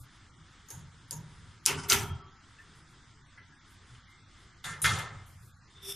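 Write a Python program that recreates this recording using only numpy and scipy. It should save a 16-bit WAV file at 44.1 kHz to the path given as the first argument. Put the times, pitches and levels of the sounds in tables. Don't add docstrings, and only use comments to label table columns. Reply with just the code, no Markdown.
import sys
import numpy as np
from scipy import signal
from scipy.fft import rfft, irfft
from scipy.io import wavfile
from scipy.ndimage import uniform_filter1d

SR = 44100
rng = np.random.default_rng(int(sys.argv[2]) if len(sys.argv) > 2 else 0)


def undo_db(level):
    steps = np.asarray(level, float) / 20
    return 10 ** steps


def master_out(mix):
    frames = np.transpose(np.atleast_2d(mix))
    ceiling = np.clip(frames, -1, 1)
    pcm = np.round(ceiling * 32767).astype(np.int16)
    wavfile.write(sys.argv[1], SR, pcm)


N = 262395

# pitch_hz, density_db
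STREET_COLOUR = [(20, -5.5), (60, 1), (130, -7.5), (200, -10), (320, -11.5), (450, -17.5), (600, -27.5),
                 (800, -20.5), (1300, -11.5), (2100, -16.5), (2550, -26), (3400, -20), (8000, -25.5),
                 (14000, -32)]
# pitch_hz, width_hz, level_db
WINDOW_MODES = [(3540, 710, -36), (5106, 56, -41.5)]
# start_s, frame_db, swell_s, ring_s, runner_db
JOLTS = [(0.0, -36, 0.001, 0.16, -71), (0.36, -50, 0.018, 0.38, -51), (0.71, -41, 0.039, 1, -46),
         (1.09, -28, 0.099, 0.54, -27.5), (1.33, -41.5, 0.066, 0.99, -48.5), (1.66, -25.5, 0.093, 0.6, -28),
         (1.895, -23, .04, 0.63, -30.5), (2.08, -26, 0.02, 0.32, -48), (2.64, -65.5, .08, 1.2, -56),
         (3.692, -45.5, 0.034, 0.48, -65), (3.89, -42.5, 0.024, 0.43, -55), (4.63, -40, 0.036, 0.49, -35),
         (4.818, -22.5, .04, .6, -27), (5.079, -33, 0.036, 0.53, -55), (5.3, -41.5, 0.058, 0.73, -55),
         (5.53, -55, 0.016, 0.91, -66)]
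# pitch_hz, width_hz, level_db
FRAME_MODES = [(69, 20, -11.5), (90, 20, 0.5), (124.9, 24, -1), (153, 13, -8.5), (193, 43.5, -14),
               (44, 22, -13)]
# start_s, level_db, length_s
HISS_BURSTS = [(0, -71, 0.042), (0.146, -75, 0.029), (0.276, -81, 0.0082), (2.588, -81, 0.063),
               (2.749, -79.5, .1), (2.884, -73, 0.056), (3.251, -76.5, 0.042), (3.676, -73.5, 0.13),
               (4.059, -73.5, 0.086), (4.387, -74, 0.032), (5.262, -70, 0.25), (5.543, -75, 0.061),
               (5.69, -75, 0.044)]
# start_s, level_db, pitch_hz, ring_s, contact_s
TOUCHES = [(.0712, -61, 1530, 0.05, 0.0077), (2.585, -47.5, 1760, 0.024, 0.033),
           (2.585, -54.5, 2650, .03, 0.013), (3.3752, -47, 2016, 0.049, 0.03),
           (3.3752, -48.5, 1696, 0.026, 0.035), (3.3752, -54.5, 1345, 0.091, 0.036),
           (3.52, -54, 1650, 0.044, 0.029), (3.9471, -55, 3010, 0.021, 0.015),
           (4.07, -56.5, 2100, 0.082, 0.13), (2.05, -44.5, 1308, 0.16, 0.096),
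           (2.201, -54, 1150, 0.16, 0.065), (1.113, -49, 964, 0.11, 0.035), (4.641, -35.5, 3527, .1, .015),
           (4.65, -41, 1380, 0.26, 0.079), (4.66, -41, 1610, 0.18, .08), (4.843, -28.5, 3300, .08, 0.032),
           (1.899, -20, 6210, .04, .006), (1.897, -22.5, 4780, .05, .006), (2.03, -48.5, 3230, 0.21, 0.079)]

# start_s, level_db, spread_s, ring_s
TUGS = [
    (0.684, -51, 0.0014, 0.1),
    (0.7022, -47.5, 0.00093, 0.3),
    (1.1086, -43.5, 0.0012, 0.28),
]
SNAP = [
    (1.655, -27.5, 0.0045, 0.13),
    (1.6617, -15.5, 0.0089, 0.21),
]
SETTLE = [
    (1.76, -35.5, 0.014, 0.43),
    (1.8311, -35, 0.0033, 0.16),
]
RELEASE = [
    (1.882, -27, 0.0082, 0.3),
    (1.8983, -17.5, 0.0038, 0.21),
    (1.9236, -17.5, 0.0025, 0.2),
    (1.975, -32.5, 0.0074, 0.388),
]
LANDING = [
    (4.6397, -33, 0.0017, 0.46),
    (4.842, -22, 0.0004, 0.51),
    (4.93, -34, 0.0024, 0.45),
    (4.984, -32.5, 0.002, 0.2),
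    (5.118, -53.5, 0.017, 0.5),
]
PING = [
    (4.817, -35, 0.00064, 0.2),
]
# pitch_hz, density_db
TUG_COLOUR = [(150, -38), (250, 6), (723, -7), (935, 3), (1070, -14.5), (1650, 2.5), (2660, -41.5),
              (6590, -5.5), (13300, 0), (15000, -32)]
SNAP_COLOUR = [(200, -30), (300, -9), (550, -21), (1000, -0.5), (1500, 1), (3000, 0.5), (4500, -4.5),
               (6000, -0.5), (10000, -4.5), (14500, -17)]
SETTLE_COLOUR = [(300, -20), (600, -24.5), (1400, 3.5), (3000, -3), (4500, -14), (6000, -2), (10000, -6),
                 (11500, -30)]
RELEASE_COLOUR = [(200, -31), (400, -18), (600, -31.5), (850, -20), (1100, -9), (2000, -2), (3200, 0),
                  (4300, -5), (6000, -1.5), (9000, -3), (14500, -4.5)]
LANDING_COLOUR = [(200, -31.5), (400, -12), (600, -14), (1000, -9.5), (1400, 3.5), (1800, 5), (2600, -2.5),
                  (3500, 0.5), (5000, -5.5), (10000, -8), (14500, -23)]
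PING_COLOUR = [(250, -43), (3000, -37), (6000, -21.5), (9000, -8), (12000, 5), (14500, -24)]
# pitch_hz, width_hz, level_db
TUG_RODS = [(952, 35, -15.5), (3900, 65, -26), (5380, 31, -28), (5550, 26, -16), (6400, 41, -7),
            (6700, 150, 3), (7220, 90, -6.5), (9100, 370, -11), (10300, 170, -7), (11060, 60, -8.5),
            (13260, 150, -21)]
SNAP_RODS = [(271, 15, -6.5), (403, 27, -2), (953, 60, -8), (1200, 47, -4.5), (1510, 120, -2.5),
             (3040, 210, -5), (5150, 300, -4.5)]
RELEASE_RODS = [(260, 25, -9), (402, 31, -1.5), (964, 95, -8), (1403, 120, -1.5), (1764, 54, -4.5),
                (3374, 700, -1), (4960, 90, -6.5), (6200, 300, -2)]
LANDING_RODS = [(1350, 140, -3), (1804, 12, -2.5), (2100, 7.8, -4.5), (3620, 180, -12), (7000, 270, -8.5)]
PING_RODS = [(3970, 120, -14), (7250, 80, -10), (8800, 60, 1.5), (10300, 57, 5), (12000, 150, -12)]
SCRAPE_RODS = [(1980, 55, -28), (3577, 34, 21), (3540, 82, 12), (2870, 150, -39)]
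# start_s, level_db, pitch_hz
TICKS = [
    (0.7035, -33.5, 6600),
    (1.1089, -20, 6560),
    (1.6554, -22, 5500),
    (1.6612, -4.5, 7000),
    (1.8993, -6.5, 5630),
    (1.9217, -4.5, 3890),
    (4.817, -48, 9670),
    (4.84, -22, 6920),
]
# time_s, pressure_db
PRESSURE = [
    (5.7, -28),
    (5.752, -22),
    (5.772, -13),
    (5.81, -16.5),
    (5.83, -7),
    (5.865, -3.5),
    (5.92, 0.5),
    (5.93, -5.5),
    (5.95, -4),
]
# pitch_hz, level_db
STEREO_WIDTH = [(30, -11), (100, -20), (500, -12.5), (1500, -14.5), (4000, -13), (8000, -5), (11000, -5.5),
                (14000, -4.5)]
# pitch_hz, threshold_db
GATE = [(100, -9), (400, -1), (600, -4.5), (1000, -4.5), (2500, -2), (6000, -2.5), (8500, -0.6),
        (10000, 0.8), (14000, 5.5)]
MESH_HZ = 250 * 2 ** np.arange(0, 6.1, 0.5)


def unit(x):
    return x / np.sqrt(np.mean(x ** 2))


def shape(x, table):
    hz, db = np.transpose(table)
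    f = np.fft.rfftfreq(x.shape[-1], 1 / SR) + 1
    gain = undo_db(np.interp(np.log(f), np.log(hz), db))
    return irfft(rfft(x) * gain, x.shape[-1])


def ring(x, hz, width_hz):
    r = np.exp(-np.pi * width_hz / SR)
    angle = 2 * np.pi * hz / SR
    gain = np.sqrt(2 - 2 * r * r) * np.sin(angle)
    return signal.lfilter([gain], [1, -2 * r * np.cos(angle), r * r], x)


def ring_all(x, modes):
    return sum(undo_db(db) * ring(x, hz, width_hz) for hz, width_hz, db in modes)


def band(x, hz, span):
    edges_hz = [hz / span, min(hz * span, 20000)]
    return signal.sosfilt(signal.butter(2, edges_hz, "band", fs=SR, output="sos"), x)


def decay(t, t60_s):
    return np.exp(-np.log(1000) * t / t60_s)


def walk(rate_hz):
    k = int(SR / rate_hz)
    steps = np.repeat(rng.standard_normal(N // k + 1), k)
    return 2.13 * uniform_filter1d(uniform_filter1d(steps, k), k)[:N]


def grit(size, rough_db):
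    strength_db = rough_db * np.repeat(rng.exponential(size=size // 16 + 1), 16)[:size]
    return unit(rng.standard_normal(size) * undo_db(strength_db))


def street():
    air = rng.standard_normal(N)
    wash = unit(shape(air, STREET_COLOUR) + ring_all(air, WINDOW_MODES))
    return wash * undo_db(-58.5 + walk(11) / 2)


def sway(column, rest_db):
    t, power = np.arange(N) / SR, undo_db(2 * rest_db)
    for row in JOLTS:
        start_s, swell_s, ring_s = row[0], row[2], row[3]
        age = np.maximum(t - start_s, 0)
        gain = undo_db(row[column]) * (1 - np.exp(-age / swell_s)) ** 2 * decay(age, ring_s)
        power = power + gain ** 2
    return np.sqrt(power)


def shudder():
    push, rub = rng.standard_normal((2, N))
    modes = [undo_db(db) * ring(push, hz, width_hz) for hz, width_hz, db in FRAME_MODES]
    frame = unit(sum((-1) ** k * mode for k, mode in enumerate(modes)))
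    runner = unit(ring(rub, 154.3, width_hz=9))
    return frame * sway(column=1, rest_db=-61.5) + runner * sway(column=4, rest_db=-71.5)


def top_hiss():
    bursts, t = np.zeros(N + SR), np.arange(SR // 2) / SR
    for start_s, db, length_s in HISS_BURSTS:
        i = int(start_s * SR)
        bursts[i:i + len(t)] += undo_db(db) * np.exp(-(t / length_s) ** 3)
    hiss = unit(band(rng.standard_normal(N), 10000, span=1.4))
    return hiss * bursts[:N] * undo_db(3 + 2.5 * walk(15))


def touches():
    out, t = np.zeros(N + SR), np.arange(SR // 2) / SR
    for start_s, db, hz, ring_s, contact_s in TOUCHES:
        rub = rng.standard_normal(len(t)) * np.exp(-t / contact_s)
        rung = ring(rub, hz, np.log(1000) / np.pi / ring_s)
        i = int(start_s * SR)
        out[i:i + len(t)] += undo_db(db) * rung / np.abs(rung).max()
    return out[:N]


def mesh_chatter():
    size = 2 * SR
    return np.array([band(grit(size, rough_db=1.5), hz, span=2 ** 0.25) * undo_db(2 * walk(60)[:size])
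                     for hz in MESH_HZ])


def blows(mesh, table, colour, rods, rods_db, late=0.48, dull=0.29):
    out, t = np.zeros(N + SR), np.arange(SR * 2 // 5) / SR
    pitch = MESH_HZ[:, None] / 4000
    fade = np.minimum(1, 10 * (t[-1] - t))
    for start_s, db, spread_s, ring_s in table:
        rise = 1 - np.exp(-t / (spread_s * pitch ** -late + 1e-4))
        fall = decay(t, ring_s * pitch ** -dull)
        cut = rng.integers(mesh.shape[1] - len(t))
        drive = np.sum(mesh[:, cut:cut + len(t)] * rise ** 2 * fall, axis=0)
        rattle = shape(drive, colour) + undo_db(rods_db) * ring_all(drive, rods)
        i = int(start_s * SR)
        out[i:i + len(t)] += fade * undo_db(db) * rattle
    return out[:N]


def ticks():
    out, t = np.zeros(N), np.arange(SR // 20) / SR
    for start_s, db, hz in TICKS:
        i = int(start_s * SR)
        crack = band(rng.standard_normal(len(t)), hz, span=1.45) * np.exp(-t / 0.0016)
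        out[i:i + len(t)] += undo_db(db) * crack
    return out


def scrape():
    time_s, pressure_db = np.transpose(PRESSURE)
    press_db = np.interp(np.arange(N) / SR, time_s, pressure_db, left=-120)
    capped_db = np.minimum(press_db, -1.5)
    slips = grit(N, rough_db=1.0) * undo_db(0.64 * walk(90))
    squeak = unit(ring_all(slips, SCRAPE_RODS))
    hiss = unit(band(slips, 9300, span=1.35) + undo_db(-6.0) * ring(slips, 5420, width_hz=400))
    rail_hz = 395 * (1 + 0.01 * walk(40))
    rail = np.sqrt(2) * np.sin(2 * np.pi * np.cumsum(rail_hz) / SR) * undo_db(2.0 * walk(30))
    out = squeak * undo_db(-43.5 + press_db)
    out += hiss * undo_db(-41.5 + 2.5 * (capped_db + 1.5))
    return out + rail * undo_db(-51.5 + 1.44 * capped_db)


def kitchen(x):
    t = np.arange(SR // 2) / SR
    tail = rng.standard_normal(len(t)) * decay(t, t60_s=0.63) * (1 - np.exp(-t / 0.0014))
    tail = tail * np.exp(-t / 0.015) + band(tail, 800, span=1.5) * (1 - np.exp(-t / 0.08))
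    return signal.fftconvolve(x, tail / np.sqrt(np.sum(tail ** 2)))[:N]


def sounds(mesh):
    basket = touches() + ticks() + scrape()
    basket += blows(mesh, TUGS, TUG_COLOUR, TUG_RODS, rods_db=-4.5)
    basket += blows(mesh, SNAP, SNAP_COLOUR, SNAP_RODS, rods_db=-16.5)
    basket += blows(mesh, SETTLE, SETTLE_COLOUR, SNAP_RODS, rods_db=-10.5)
    basket += blows(mesh, RELEASE, RELEASE_COLOUR, RELEASE_RODS, rods_db=-17.5, dull=0.33)
    basket += blows(mesh, LANDING, LANDING_COLOUR, LANDING_RODS, rods_db=-14.0)
    basket += blows(mesh, PING, PING_COLOUR, PING_RODS, rods_db=2.0)
    return street() + undo_db(-2.0) * shudder() + top_hiss() + basket + undo_db(-10) * kitchen(basket)


def scene():
    mesh = mesh_chatter()
    mid = sounds(mesh)
    side = shape(sounds(mesh), STEREO_WIDTH)
    return np.array([mid + side, mid - side])


def gate(x):
    f, _, z = signal.stft(x, SR, nperseg=2048)
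    edges = np.unique(np.r_[np.geomspace(4, 400, 30), np.arange(400, 700, 32)].astype(int))
    band_hz = f[edges[:-1]]
    power = np.array([np.mean(abs(z[:, a:b]) ** 2, axis=(0, 1)) for a, b in zip(edges, edges[1:])])
    power = uniform_filter1d(power, size=2) + 1e-30
    hz, db = np.transpose(GATE)
    usual = np.median(power, axis=1) * undo_db(2 * np.interp(band_hz, hz, db))
    mask_db = -27
    loudest = power[band_hz > 1000].max(axis=0) * undo_db(2 * mask_db)
    waver = undo_db(2.6 * uniform_filter1d(rng.standard_normal(power.shape), size=3))
    bar = waver * np.maximum(usual[:, None], loudest)
    passed = 1 / (1 + (bar / power) ** 12)
    rows = np.r_[np.ones((1, len(loudest))), passed, passed[-1:]]
    gain = np.repeat(rows, np.diff(np.r_[0, edges, len(f)]), axis=0)
    return signal.istft(z * gain, SR, nperseg=2048)[1][:, :N]


def low_pass(x):
    return signal.sosfilt(signal.butter(12, 15380, fs=SR, output="sos"), x)


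def record(dry):
    top_cut = signal.ellip(8, 0.2, 60, 14600, fs=SR, output="sos")
    mix = gate(signal.sosfilt(top_cut, dry))
    return low_pass(mix)


dry = scene()
out = record(dry)
master_out(out)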